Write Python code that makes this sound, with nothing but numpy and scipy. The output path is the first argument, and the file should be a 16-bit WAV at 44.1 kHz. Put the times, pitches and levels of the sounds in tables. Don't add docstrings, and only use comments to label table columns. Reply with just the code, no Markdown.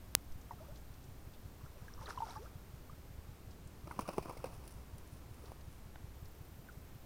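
import sys
import numpy as np
from scipy import signal
from scipy.fft import rfft, irfft, next_fast_len
from scipy.io import wavfile
from scipy.ndimage import uniform_filter1d

SR = 44100
rng = np.random.default_rng(int(sys.argv[2]) if len(sys.argv) > 2 else 0)


def to_wav(s):
    ch = np.atleast_2d(s).T
    pcm = np.round(np.clip(ch, -1, 1) * 32767)
    wavfile.write(sys.argv[1], SR, pcm.astype(np.int16))


N = 311234
T = np.arange(N) / SR

# start in seconds, pitch in Hz, peak in dB, length in seconds, glide in octaves.
DROP_BUBBLES = [(.509, 954, -38, 0.0089, -0.11), (.511, 1140, -53, 0.014, -0.15),
                (0.513, 1920, -61, .007, 0), (0.509, 736, -53, 0.034, -0.064),
                (.516, 910, -58, 0.034, -0.27), (0.583, 1340, -60, 0.02, -0.16),
                (0.604, 608, -51, 0.032, 0.17), (.628, 796, -59, 0.033, 0.82), (0.666, 1250, -65, .013, .1),
                (0.684, 547, -54, 0.04, 0.36), (0.725, 825, -64, .014, .15),
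                (1.608, 1120, -58, .012, -0.088), (1.661, 1290, -55, 0.006, 0.11),
                (1.758, 544, -55.5, 0.018, 0.2), (1.882, 1640, -50, 0.0097, -0.03),
                (1.978, 1130, -49, 0.0036, 0.056), (1.99, 1120, -48, 0.0054, -0.057),
                (2.012, 874, -51.5, 0.035, 0.065), (2.015, 1300, -56, .008, -0.021),
                (2.023, 1030, -51, .014, 0.039), (2.034, 550, -51.5, 0.011, 0.05),
                (2.058, 3700, -46.5, 0.0056, 0.37), (2.062, 1180, -52, 0.011, .1),
                (2.068, 3700, -54, 0.005, -0.4), (2.069, 1700, -53.5, 0.011, 0.7),
                (2.079, 690, -53, 0.018, -0.4), (2.083, 1080, -51, .016, -0.18),
                (2.099, 1800, -49, 0.0075, 0), (2.104, 850, -51, 0.014, 0.19),
                (2.1062, 1570, -35.5, 0.0042, -0.63), (2.175, 1050, -35, 0.012, -0.15),
                (2.186, 2950, -53, .0055, 0), (2.204, 870, -34.5, 0.0072, -0.074),
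                (2.2205, 919, -32, 0.023, -.05), (2.229, 477, -55, 0.026, -0.31),
                (2.266, 764, -50, 0.0068, 0.05), (2.277, 1370, -52, 0.02, -0.21),
                (2.286, 700, -50, 0.018, .12), (2.296, 2170, -60, .012, .05),
                (2.302, 906, -49.5, 0.024, .1), (2.326, 1350, -57, 0.014, -0.02),
                (2.356, 1090, -47.5, 0.019, 0.24), (2.362, 853, -45, 0.031, 0.063),
                (2.369, 1560, -56, .011, 0.2), (2.391, 373, -51, 0.061, 0.75), (2.458, 1365, -59, .015, 0),
                (2.896, 1120, -50, 0.0086, 0.19), (2.928, 1320, -60, .012, .1),
                (6.687, 1570, -50.5, 0.014, -0.28), (6.698, 1500, -61, .012, 0)]
AIR_POCKETS = [(3.9117, 1410, -43.5, .006, 0.036), (3.912, 2100, -50, .005, 0),
               (3.922, 1220, -51, 0.0088, 0), (4.01, 1280, -55, .012, .05), (4.054, 1150, -51, .02, .11),
               (4.106, 1090, -53, 0.0063, 0), (4.192, 1055, -48, .012, -0.14),
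               (4.295, 1150, -46, 0.0054, 0), (4.315, 980, -51, .009, 0.14), (4.373, 2200, -55, .005, -.1),
               (4.447, 1490, -52, 0.0059, 0.02)]
# start in seconds, peak in dB, pitch in Hz.
DROPLET_PINGS = [(1.938, -46.5, 5570), (2.01, -55, 5590), (2.105, -46, 5450), (2.108, -51, 4160),
                 (2.160, -55, 4200), (2.271, -55, 3770), (2.298, -48, 5740), (2.307, -48, 3960),
                 (2.369, -52, 5030)]
# start in seconds, peak in dB, centre in Hz.
STRAND_TICKS = [(0.32, -52, 5700), (0.412, -57, 5960), (0.756, -52.5, 4150), (.772, -56.5, 5500),
                (0.938, -57.5, 5000), (1.039, -56, 6000), (1.335, -56.5, 3330), (3.508, -55.5, 4770),
                (3.673, -52.5, 7850), (5.455, -55, 4300), (5.608, -59, 4440), (6.254, -54.5, 4900),
                (6.72, -60, 5480)]
# start in seconds, peak in dB.
STRAND_FLICKS = [(3.918, -49), (4.008, -40.5), (4.134, -50), (4.323, -53), (4.539, -55), (4.677, -43.5),
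                 (4.982, -48), (5.0746, -52), (5.135, -55), (5.17, -58), (5.3425, -55), (5.5176, -56)]
# start in seconds, peak in dB, scrape tilt in dB
# per octave, pitch in Hz, ring and slide times in seconds, scrape against ring in dB.
CASE_BLOWS = [(3.9103, -35.5, -0.5, 970, 0.0026, 0.0022, -5),
              (3.9909, -24.5, -1.5, 1144, 0.0025, 0.003, 10), (4.0838, -38, -5, 620, 0.0014, 0.0014, 4),
              (4.0885, -27, -2, 590, 0.0031, 0.0022, -3.5), (4.143, -42, -2, 1000, 0.0018, .0015, 4),
              (4.1812, -22.5, -2.5, 374, 0.003, 0.0012, 2.5),
              (4.1861, -23.5, -2.5, 604, 0.00093, 0.00047, 0.5),
              (4.2572, -36.5, -2.5, 640, 0.00089, 0.00096, 3), (4.31, -38, -2.5, 1046, .004, 0.00043, 5),
              (4.369, -39.5, -5, 474, 0.0016, 0.0009, -2), (4.4413, -28, 0, 514, 0.0047, 0.0029, -1),
              (5.438, -46, -1, 416, .004, .002, -3), (5.5182, -37.5, -1.5, 670, 0.00088, 0.0013, -2)]
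# start in seconds, peak in dB, tilt in dB per octave, slide time in seconds.
MESH_FLAPS = [(3.872, -39.5, -2.5, 0.0038), (3.936, -48, -1, .003), (4.017, -45, 4, 0.0042),
              (4.077, -40, 1.5, 0.0022), (4.091, -38, -1.5, 0.0017), (4.102, -49, -1, 0.0035),
              (4.129, -41.5, 0, 0.0082), (4.224, -43, 1.5, 0.0073), (4.284, -40.5, -3.5, 0.0036),
              (4.295, -36, -1, 0.0025), (4.305, -51, -3, 0.0056), (4.372, -49.5, 8, 0.0036),
              (4.455, -40.5, -0.5, 0.0078), (4.523, -49, 0.5, 0.012), (4.636, -50.5, 0, 0.0062)]
# centre in Hz, width in Hz, gain in dB.
CASE_MODES = [(129, 170, 3), (347, 190, 2.5), (580, 450, 1.5), (950, 380, 1), (1170, 340, -3.5),
              (2520, 690, -8), (5180, 1900, -15), (8800, 1400, -20), (9970, 1100, -17),
              (15100, 2200, -20.5)]
# crest in seconds, frequency in Hz, peak in dB.
BODY_JOLTS = [(0.318, 10.3, -39.5), (3.189, 65, -38.5), (3.993, 166, -37), (4.469, 100, -44),
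              (4.938, 59, -39)]
# time in seconds, thumps per second.
THUMP_PACE = [(0, 5.455), (1.4, 5.457), (3.7, 5.43), (6.2, 5.482), (7.06, 5.485)]
# time in seconds, pitch in Hz, sweep per picture frame in Hz, level in dB.
WHINE_TRACK = [(0, 14400, 400, -73), (2.9, 14400, 280, -75), (3.08, 14080, 200, -74.5),
               (3.35, 14270, 100, -79), (5.1, 14380, 80, -77), (6.05, 14100, 200, -81),
               (6.25, 14400, 650, -72.5), (7.06, 14420, 400, -73)]

# crest in seconds, level in dB, swell and ebb times in seconds.
RUNOFF_SWELLS = [(.515, -67, 0.0056, 0.023), (.62, -70.5, .05, 0.13), (1.65, -68, 0.032, 0.027),
                 (1.85, -69.5, 0.17, .7), (2.018, -58.5, 0.015, 0.042), (2.094, -51.5, 0.023, 0.029),
                 (2.31, -56.5, 0.14, 0.06), (2.43, -62.5, .015, 0.043), (2.91, -76, .015, 0.027)]
CRACKLE_SWELLS = [(4.14, -74, 0.14, 0.17), (4.55, -71, .2, .2), (4.705, -63, 0.018, .035),
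                  (5.15, -68, 0.032, 0.032), (5.47, -71, .1, .06), (5.71, -72.5, .06, 0.09)]
RUB_SWELLS = [(3.925, -56.5, 0.047, 0.03), (4.012, -52, 0.025, 0.029), (4.088, -49.5, 0.021, 0.031),
              (4.19, -50.5, 0.021, 0.018), (4.3, -59, .03, 0.019), (4.47, -59.5, .012, .05),
              (4.27, -59, 0.2, 0.46), (5.47, -63.5, 0.15, 0.099)]

# frequency in Hz, relative level in dB.
GURGLE_SPECTRUM = [(300, 3.5), (550, -3.5), (950, 6.5), (1350, 9.5), (1800, 2), (2600, -3), (4000, -29)]
SPRAY_SPECTRUM = [(1500, -16), (2500, -3.5), (4000, -6), (5700, 6), (7500, -7), (10000, 5), (12000, -6),
                  (16000, -4)]
WASH_SPECTRUM = [(1500, 0.5), (2400, -8), (3300, -1.5), (4500, -1.5), (5600, 1.5), (6600, -5.5),
                 (8000, -8.5), (10000, -7.5), (12000, -15), (16000, -28)]
FLICK_SPECTRUM = [(1500, -18), (2500, -7), (3400, -9), (4700, -8), (5700, -1.5), (7300, -11), (8800, -2),
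                  (10100, 4), (11500, -12), (13000, -15), (15000, -2), (16000, -16)]
SNAP_SPECTRUM = [(300, -10), (750, 3), (1500, 4), (2200, -8), (3200, -10), (6000, -20), (16000, -38)]
CLICK_SPECTRUM = [(300, 1.5), (2000, 2), (6000, 4), (11000, 3.5), (14000, -5), (16000, 5)]
BACKGROUND_SPECTRUM = [(15, 1), (25, -5.5), (43, -2.5), (63, 1.5), (134, -9), (250, -14), (400, -17.5),
                       (600, -21.5), (1030, -24.5), (1350, -27), (1900, -30), (3400, -34), (11000, -39),
                       (13000, -37), (16000, -42)]


def plops(waver_db=1, droplet_cycles=7.5):
    out = np.zeros(N)
    for start, hz, db, length, glide in DROP_BUBBLES:
        ring = bubble(hz, length, glide)
        waver = wander(SR, size=200)[:len(ring)]
        add(out, start, ring * undb(db + waver_db * waver))
    for start, db, hz in DROPLET_PINGS:
        add(out, start, undb(db) * bubble(hz, droplet_cycles / hz, glide=0))
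    return out


def runoff():
    chirps = swarm(count=9000, low_hz=400, high_hz=2400, cycles=6, spread_db=9, glide=.25)
    gliders = swarm(count=900, low_hz=450, high_hz=1900, cycles=20, spread_db=7, glide=.35)
    droplets = swarm(count=7000, low_hz=2000, high_hz=11000, cycles=7, spread_db=14, glide=.2)
    gurgle = level(colour(chirps, GURGLE_SPECTRUM), 0) + level(colour(gliders, GURGLE_SPECTRUM), -3.5)
    spray = level(colour(droplets, SPRAY_SPECTRUM), -9)
    wash = level(colour(grains(rate=8300, spread_db=1.6), WASH_SPECTRUM), -4)
    return (gurgle * swells(RUNOFF_SWELLS)
            + spray * swells(RUNOFF_SWELLS, delay_s=.0049)
            + wash * swells(RUNOFF_SWELLS, delay_s=.0077))


def strands(tick_cycles=22):
    crackle = colour(grains(rate=700, spread_db=1.5), FLICK_SPECTRUM)
    out = level(crackle, 0) * swells(CRACKLE_SWELLS)
    for start, db, hz in STRAND_TICKS:
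        friction = slip(tick_cycles / hz)
        width = .72 * hz
        tick = resonate(resonate(friction, hz, width), hz, width)
        add(out, start, peak(tick, db))
    for start, db in STRAND_FLICKS:
        flick = colour(slip(length_s=.002), FLICK_SPECTRUM)
        add(out, start, peak(flick, db))
    return out


def knocks(rise_s=.001):
    out = np.zeros(N)
    t = np.arange(SR // 12) / SR
    for start, db, tilt_db, hz, ring_s, slide_s, scrape_db in CASE_BLOWS:
        ring = np.sin(2 * np.pi * hz * t) * (1 - np.exp(-t / rise_s)) * np.exp(-t / ring_s)
        scrape = through_case(slip(slide_s), tilt_db)
        blow = peak(ring, 0) + peak(scrape, scrape_db)
        add(out, start, peak(blow, db))
    return out


def flaps(grip_spread=.06, catch_db=.5):
    out = np.zeros(N)
    for start, db, tilt_db, slide_s in MESH_FLAPS:
        slide = slip(slide_s)
        grip = 1 + grip_spread * rng.uniform(-1, 1)
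        catching = undb(catch_db * wander(len(slide), size=50))
        add(out, start, peak(through_case(slide * catching, tilt_db, grip), db))
    return out


def squelches():
    pops = swarm(count=1100, low_hz=567, high_hz=1614, cycles=16, spread_db=6, glide=.19)
    out = level(colour(pops, GURGLE_SPECTRUM), -7) * swells(RUB_SWELLS)
    for start, hz, db, length, glide in AIR_POCKETS:
        add(out, start, undb(db) * bubble(hz, length, glide))
    return out


def strand_snap(start_s=5.957, db=-44):
    out = np.zeros(N)
    snap = colour(slip(length_s=.0015), SNAP_SPECTRUM)
    add(out, start_s, peak(snap, db))
    return out


def rubbing(soft_patchy_db=2.5, hard_patchy_db=3.5):
    soft = level(through_case(grains(rate=2500, spread_db=.21), tilt_db=-1), 0)
    soft *= undb(soft_patchy_db * wander(N, size=400))
    hard = through_case(grains(rate=2500, spread_db=1), tilt_db=6)
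    hard *= undb(hard_patchy_db * np.clip(wander(N, size=700), -2, 1.2))
    return (soft + level(hard, -11)) * swells(RUB_SWELLS)


def through_case(push, tilt_db, grip=1):
    f = np.geomspace(20, SR / 2, 400)
    bands = (undb(db) / (1 + (2 * (f - hz * grip) / width) ** 2) for hz, width, db in CASE_MODES)
    power = sum(band ** 2 for band in bands) + undb(-62) ** 2
    power = power * f ** 2 / (f ** 2 + 60 ** 2)
    octaves = np.log2(np.clip(f, 200, 4000) / 1000)
    response_db = 10 * np.log10(power) + tilt_db * octaves
    return colour(push, np.column_stack([f, response_db]))


def jolts():
    out = np.zeros(N)
    for crest, hz, db in BODY_JOLTS:
        cycles = (T - crest) * hz
        out += undb(db) * np.exp(-(2 * cycles) ** 2) * np.cos(2 * np.pi * cycles)
    return out


def click(start_s=.1512):
    out = np.zeros(N)
    add(out, start_s, colour(signal.unit_impulse(SR // 50), CLICK_SPECTRUM))
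    return out


def thumps(first_s=.1739, hz=95, rise_hz_per_s=7300, width_s=.0073, db=-41.5):
    rate = np.interp(T, *np.transpose(THUMP_PACE))
    turns = np.cumsum(rate) / SR - first_s * rate[0]
    t = (turns - np.round(turns)) / rate
    envelope = np.exp(1 - np.hypot(1, t / width_s * 1.82))
    return undb(db) * envelope * np.cos(2 * np.pi * (hz * t + rise_hz_per_s * t ** 2 / 2))


def whine(frames_per_s=30, lower_db=-13):
    times, *columns = np.transpose(WHINE_TRACK)
    hz, sweep_hz, db = (np.interp(T, times, column) for column in columns)
    ramp = (T * frames_per_s - .1) % 1 - .5
    jitter_hz = 200 * level(wander(N, size=40), 0)
    phase = 2 * np.pi * np.cumsum(hz + sweep_hz * ramp + jitter_hz) / SR
    tone = np.sin(phase) + undb(lower_db) * np.sin(phase * 2 / 3)
    load = 1 + sweep_hz / 1000 * np.cos(2 * np.pi * ramp)
    return level(tone * load, 0) * undb(db)


def background(db=-53, uneven_db=1, rumble_hz=130):
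    noise = colour(rng.standard_normal(N), BACKGROUND_SPECTRUM)
    rumble = signal.sosfilt(signal.butter(2, rumble_hz, fs=SR, output="sos"), noise)
    hiss = noise - rumble
    return level(hiss + rumble * undb(uneven_db * wander(N, size=3000)), db)


def bubble(hz, length, glide):
    t = np.arange(int(2 * length * SR)) / SR
    age = t / length
    pitch = hz * 2 ** (glide * np.minimum(age, 1.2) ** 1.28)
    attack = 1 - np.exp(-t / .0004)
    envelope = attack * np.exp(-.5 * age - .96 * age ** 4)
    return envelope / envelope.max() * np.sin(2 * np.pi * np.cumsum(pitch) / SR)


def swarm(count, low_hz, high_hz, cycles, spread_db, glide):
    out = np.zeros(N)
    for when, height, strength, turn in rng.random((count, 4)):
        hz = low_hz * (high_hz / low_hz) ** height
        ring = bubble(hz, cycles / hz, glide * (2 * turn - 1))
        add(out, when * T[-1], undb(spread_db * strength ** 2) * ring)
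    return out


def slip(length_s):
    t = np.arange(SR // 12) / SR
    return rng.standard_normal(len(t)) * np.sqrt(t) * np.exp(-t / length_s)


def grains(rate, spread_db):
    impacts = (rng.random(N) < rate / SR) * rng.standard_normal(N)
    return impacts * undb(spread_db * np.clip(rng.standard_normal(N), -2, 2))


def swells(rows, delay_s=0):
    t = T - delay_s
    power = np.zeros(N)
    for crest, db, swell, ebb in rows:
        decay = np.maximum((crest - t) / swell, (t - crest) / ebb)
        power += (undb(db) * np.exp(-decay)) ** 2
    return np.sqrt(power)


def wander(count, size):
    return uniform_filter1d(rng.standard_normal(count), size=size, mode="wrap") * np.sqrt(size)


def colour(x, points):
    hz, db = np.transpose(points)
    size = 2 * next_fast_len(len(x) // 2 + 1)
    f = np.maximum(np.fft.rfftfreq(size, 1 / SR), 1)
    gain = undb(np.interp(np.log(f), np.log(hz), db))
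    cepstrum = irfft(np.log(gain))
    cepstrum[1:size // 2] *= 2
    cepstrum[size // 2 + 1:] = 0
    return irfft(rfft(x, size) * np.exp(rfft(cepstrum)), size)[:len(x)]


def resonate(x, hz, width):
    return signal.lfilter(*signal.iirpeak(hz, hz / width, fs=SR), x)


def undb(db):
    return 10 ** (np.asarray(db) / 20)


def level(x, db):
    return x * undb(db) / np.sqrt(np.mean(x ** 2))


def peak(x, db):
    return x * undb(db) / np.abs(x).max()


def add(out, start_s, x):
    i = int(round(start_s * SR))
    out[i:i + len(x)] += x[:N - i]


def scene():
    water = plops() + runoff()
    handling = strands() + knocks() + flaps() + squelches() + strand_snap() + rubbing() + jolts()
    electronics = click() + thumps() + whine()
    return (water + handling + electronics + background())[None]


def record(dry):
    return signal.sosfilt(signal.ellip(8, .2, 70, 16000, fs=SR, output="sos"), dry)


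dry = scene()
out = record(dry)
to_wav(out)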